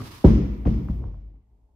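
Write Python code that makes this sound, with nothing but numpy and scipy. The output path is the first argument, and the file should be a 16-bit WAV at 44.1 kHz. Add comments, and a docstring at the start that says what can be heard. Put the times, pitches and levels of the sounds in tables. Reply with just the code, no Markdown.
"""Concrete ball bouncing in a garage

Cloth rustles as a heavy concrete ball leaves the arms. It drops on a rubber mat and bounces four times, ever
softer and duller. Each landing gives a small slap of the mat, then a thud that rings the floor and the room.
Shelves and the roller door rattle on as a hiss, and small, sharp ticks and cracks run through the floor around
the landings. Behind it a hum fades, and a thin, high sizzle stops after about a second."""
import sys
import numpy as np
from scipy import signal
from scipy.fft import rfft, irfft
from scipy.io import wavfile
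from scipy.ndimage import uniform_filter1d

SR = 44100
rng = np.random.default_rng(int(sys.argv[2]) if len(sys.argv) > 2 else 0)


def generate_wav(sig):
    """Save sig (samples, or channels by samples) to the path in sys.argv[1] as 16-bit PCM at SR."""
    pcm = np.round(np.clip(np.atleast_2d(sig).T, -1, 1) * 32767).astype(np.int16)
    wavfile.write(sys.argv[1], SR, pcm)


N = 77175

# How strong each noise is from low to high pitch: pitch_hz, relative_db
CLOTH_TONE = [(350, -40), (600, -9.5), (1120, 1.5), (1410, -7.5), (1660, -5.5), (4930, -8), (7220, -18),
              (12100, -16), (15500, -20)]
HUM_TONE = [(24, -47.5), (40, -6), (114, 7), (172, -7), (286, -4), (610, -21.5), (1120, -28), (1300, -36),
            (1690, -58.5), (2860, -120)]
HISS_TONE = [(21, -28.5), (35, 6.5), (116, -11.5), (365, -28.5), (425, -15.5), (459, -35), (496, -29),
             (891, -27), (1310, -48), (15500, -60)]
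SIZZLE_TONE = [(5000, -31), (7000, -8.5), (11300, -8.5), (12400, 1), (13500, -5.5), (15500, -6)]
KNOCK_TONE = [(300, -32.5), (450, 1.5), (650, 0), (950, -12.5), (1150, -13.5), (1400, -19.5), (1900, -31),
              (4000, -84.5)]
RATTLE_TONE = [(530, -35), (900, 0.5), (1290, -5.5), (1630, -10.5), (2170, -7), (2790, -12), (2960, -11),
               (4280, -17), (5170, -14), (7310, -26), (8530, -25), (15500, -34)]
# How loud each noise is as time passes: time_s, level_db
CLOTH_LEVELS = [(0.0, -47), (0.054, -49), (0.184, -48), (0.236, -53), (0.24, -54.5)]
HUM_LEVELS = [(0, -36), (.24, -50), (1.0, -42.5), (1.4, -64.5), (1.75, -71.5)]
HISS_LEVELS = [(0, -59.5), (1.0, -62.5), (1.4, -65.5), (1.55, -61.5), (1.75, -62)]
SIZZLE_LEVELS = [(0, -90.5), (.4, -72.5), (.99, -73.5), (1.09, -103), (1.75, -110)]
# Small, sharp ticks, most of them knocks and cracks through the floor around the landings: start_s, level_db,
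# pitch_hz, cycles
SMALL_TICKS = [(.003, -35.5, 1190, 8.5), (.019, -32, 1296, 1.3), (0.2473, -30.5, 3300, 1.8),
               (.2450, -24.5, 753.6, 14.), (.2470, -29.5, 937, 14.), (.6575, -43, 1070, 12),
               (.253, -48, 3356, 2.8), (0.6547, -42, 2600, 2.8), (0.671, -32.5, 2080, 1.7),
               (0.909, -49, 3900, 1.3), (1.34, -65.5, 810, 7.4), (1.69, -69, 850, 8.)]
# The ball's landings: start_s, slap_db, slap_hz, push_delay_s, push_db, contact_s, rattle_db, knock_db
BALL_LANDINGS = [(0.2412, -42, 910, 0.007, -1, 0.0029, -38, -23.5),
                 (0.653, -38, 1510, .004, -7.5, 0.0039, -48, -33),
                 (0.8863, -34.5, 1085, 0.0052, -11.5, 0.0084, -61.5, -46),
                 (1.0401, -39, 960, 0.008, -11.5, 0.017, -70.5, -54.5),
                 (1.1431, -48.5, 950, .012, -24, 0.015, -79.5, -67)]
# How long the rattle lasts (a fade time is the time to drop 60 dB): pitch_hz, fade_s
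RATTLE_FADES = [(900, .9), (2200, 1.094), (5000, .8), (6600, 0.88), (7600, 0.45), (15000, .4)]
# Pressure pulses from the floor and walls: time_s, level_db, length_s, sign
AIR_THUMPS = [(.2459, -1, 0.0038, -1), (.2503, 1, 0.0074, -1), (.2548, 0.5, 0.0049, 1),
              (.2660, -12, 0.0048, 1), (.6600, -20, 0.0052, -1), (.6674, -8, 0.01, -1),
              (.6758, -12.5, 0.0043, 1), (.9008, -12.5, 0.0081, -1), (1.0530, -26, 0.024, -1)]
# Notes at which the floor and room ring: pitch_hz, level_db, fade_s, sign
ROOM_NOTES = [(49.55, -10.5, 0.82, 1), (52.48, -20, 1.24, 1), (60.52, -12, 0.838, 1), (60.4, -28.5, 1.9, 1),
              (73.1, -15, 0.64, -1), (81.56, -18.5, 0.56, -1), (94.77, -12, 0.4, -1),
              (108.55, -19.5, 0.79, 1), (127.1, -18, 0.75, -1), (137.5, -15, 0.41, 1),
              (162.4, -9.5, 0.23, -1), (176.6, -18.5, 0.55, -1), (201.4, -20, 1.1, -1),
              (217, -17.5, .65, -1), (292, -20.5, .3, 1), (359.4, -25, .3, 1)]
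# The room's blurred boom, band by band: pitch_hz, level_db, fade_s
BOOM_BANDS = [(65.9, -25, .8), (110, -23, 0.73), (180, -16, .8), (302, -15, 0.77), (420, -19, 0.78),
              (650, -22, 1)]
# The low noise the boom is cut from: pitch_hz, relative_db
BOOM_TONE = [(20, 0), (900, 0), (1300, -40), (20000, -60)]
# Stereo width, the part that differs between the ears against the shared part: pitch_hz, side_db
STEREO_WIDTH = [(60, -23), (110, -13), (200, -10.5), (380, -7), (700, -4), (1290, 2), (2380, -0.5),
                (4400, 0), (8120, 2), (15000, -4.5)]
# Which way the noises lean: pitch_hz, left_minus_right_db
STEREO_BALANCE = [(60, 1), (110, 0.0), (200, 1), (380, 0), (700, -2), (1290, -1.5), (2380, 0.5), (4400, -3),
                  (8120, -5), (15000, -6)]

TIME_S = np.arange(N) / SR
FREQS_HZ = np.arange(N // 2 + 1) * SR / N


def gain(db):
    """Turn decibels into a number to multiply by."""
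    return 10 ** (np.asarray(db) / 20)


def pan(left_minus_right_db):
    """Gains for the left and right channels."""
    return gain(np.array([[left_minus_right_db], [-left_minus_right_db]]) / 2)


def db_by_pitch(table):
    """Join a table's points into a level for every frequency."""
    hz, db = np.array(table, float).T
    return np.interp(np.log(np.maximum(FREQS_HZ, 1)), np.log(hz), db)


def loudness(table):
    """Join a table's points into a gain for every moment."""
    return gain(np.interp(TIME_S, *np.array(table, float).T))


def noise(tone):
    """Stereo noise of strength 1, alike in both ears in the bass and different in the treble."""
    mid, side = rfft(rng.standard_normal((2, N))) * gain(db_by_pitch(tone))
    side = side * gain(db_by_pitch(STEREO_WIDTH))
    lean = gain(db_by_pitch(STEREO_BALANCE) / 2)
    stereo = irfft(np.array([(mid + side) * lean, (mid - side) / lean]), N)
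    return stereo / np.sqrt(np.mean(stereo ** 2))


def split_bands(sound, table):
    """Split a sound into overlapping bands, one around each pitch in the table."""
    log_hz, spectrum = np.log(FREQS_HZ + 1), rfft(sound)
    centres = np.log([row[0] for row in table])
    return [irfft(spectrum * np.interp(log_hz, centres, row), N) for row in np.eye(len(table))]


def flicker(rate_hz, depth=1):
    """A gain that glides from one random level to the next."""
    step = int(SR / rate_hz)
    levels = np.repeat(rng.standard_normal(N // step + 1), step)
    return gain(2 * depth * uniform_filter1d(levels, step)[:N])


def rise_and_fade(start_s, fade_s, rise_s):
    """The loudness of something struck: a quick rise, then a steady fade."""
    age = np.maximum(TIME_S - start_s, 0)
    return (1 - np.exp(-age / rise_s)) * gain(-60 * age / fade_s)


def cloth_rustle():
    """Cloth slides off the ball and goes quiet once the ball is let go."""
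    end_s, end_db = CLOTH_LEVELS[-1]
    levels = list(CLOTH_LEVELS) + [(end_s + 1, end_db - 151)]  # dies away at 151 dB a second
    return noise(CLOTH_TONE) * loudness(levels) * flicker(rate_hz=110)


def background_noise():
    """A wavering hum fades over a faint hiss; a thin, high sizzle swells and stops after about 1 s."""
    hum = noise(HUM_TONE) * loudness(HUM_LEVELS) * flicker(rate_hz=12, depth=2.5)
    hiss = noise(HISS_TONE) * loudness(HISS_LEVELS)
    sizzle = noise(SIZZLE_TONE) * loudness(SIZZLE_LEVELS) * flicker(rate_hz=90)
    return hum + hiss + sizzle


def tick(start_s, level_db, pitch_hz, cycles):
    """A small tap: a tone that swells and mostly dies within the given number of cycles."""
    cycles_done = np.maximum(TIME_S - start_s, 0) * pitch_hz
    swell = cycles_done * 4 / cycles
    return gain(level_db) * np.sin(2 * np.pi * cycles_done) * swell * np.exp(1 - swell)


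def small_ticks():
    """Small, sharp ticks, most of them knocks and cracks through the floor around the landings."""
    return sum(tick(*row) for row in SMALL_TICKS)


def mat_slaps():
    """The ball slaps the rubber mat each time it lands."""
    return sum(tick(start_s, db, hz, cycles=2.1) for start_s, db, hz, *_ in BALL_LANDINGS)


def knocks():
    """Each landing makes a short, woody knock with a quieter tail from the room."""
    shape = 0
    for start_s, *_, knock_db in BALL_LANDINGS:
        hit = rise_and_fade(start_s, fade_s=0.099, rise_s=0.0013)
        tail = gain(-9.5) * rise_and_fade(start_s, fade_s=0.6, rise_s=0.0013)
        shape += gain(knock_db) * (hit + tail)
    return noise(KNOCK_TONE) * shape


def shelf_and_door_rattle():
    """Each landing shakes the shelves and door into a grainy hiss whose treble dies first."""
    rattle = 0
    for band, (hz, fade_s) in zip(split_bands(noise(RATTLE_TONE), RATTLE_FADES), RATTLE_FADES):
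        power = 0
        for bounce, (start_s, *_, rattle_db, _) in enumerate(BALL_LANDINGS):
            dull_db = -6 if bounce > 0 and hz > 7000 else 0  # bounces shake the top less
            power += (gain(rattle_db + dull_db) * rise_and_fade(start_s, fade_s, rise_s=0.01)) ** 2
        rattle += band * np.sqrt(power) * flicker(rate_hz=100, depth=0.5)
    return rattle


def thumps():
    """The floor and walls answer the landings with short pulses of air pressure."""
    pulses = 0
    for time_s, level_db, length_s, sign in AIR_THUMPS:
        offset = 4 * (TIME_S - time_s) / length_s
        pulses += sign * gain(level_db) * (1 - 2 * offset ** 2) * np.exp(-offset ** 2)
    return pulses * pan(-1.5)


def floor_and_room_ring():
    """Each landing is a smooth push that sets floor and room ringing; a longer push sounds duller."""
    pushes = 0
    for start_s, _, _, delay_s, push_db, contact_s, _, _ in BALL_LANDINGS:
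        bump = np.exp(-(4 * (TIME_S - start_s - delay_s) / contact_s) ** 2)
        pushes += gain(push_db) * bump / (contact_s * SR * 0.44)  # divide by the bump's area
    notes = 0
    for hz, level_db, fade_s, sign in ROOM_NOTES:
        shape = rise_and_fade(0, fade_s, rise_s=0.3 / hz)
        notes += sign * gain(level_db) * shape * np.sin(2 * np.pi * hz * TIME_S)
    boom = 0
    for band, (_, level_db, fade_s) in zip(split_bands(noise(BOOM_TONE), BOOM_BANDS), BOOM_BANDS):
        boom += gain(level_db) * rise_and_fade(0, fade_s, rise_s=0.0036) * band / band.std()
    ring = notes * pan(1.26) + boom
    return signal.fftconvolve(pushes[None], ring)[:, :N]  # every push starts the ring anew


def scene():
    """Add the ball's landings to the rattle, ticks, cloth and background noise."""
    landings = mat_slaps() + thumps() + floor_and_room_ring() + knocks()
    return landings + shelf_and_door_rattle() + small_ticks() + cloth_rustle() + background_noise()


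def record(dry):
    """The microphone cuts the deep bass, rounds the loudest peaks and cuts the highest treble."""
    low_cut_hz, ceiling, high_cut_hz = 33, 2, 15620
    sound = signal.sosfilt(signal.butter(5, low_cut_hz, "high", fs=SR, output="sos"), dry)
    sound = ceiling * np.tanh(sound / ceiling)
    return signal.sosfilt(signal.ellip(12, .2, 70, high_cut_hz, fs=SR, output="sos"), sound)


dry = scene()
out = record(dry)
generate_wav(out)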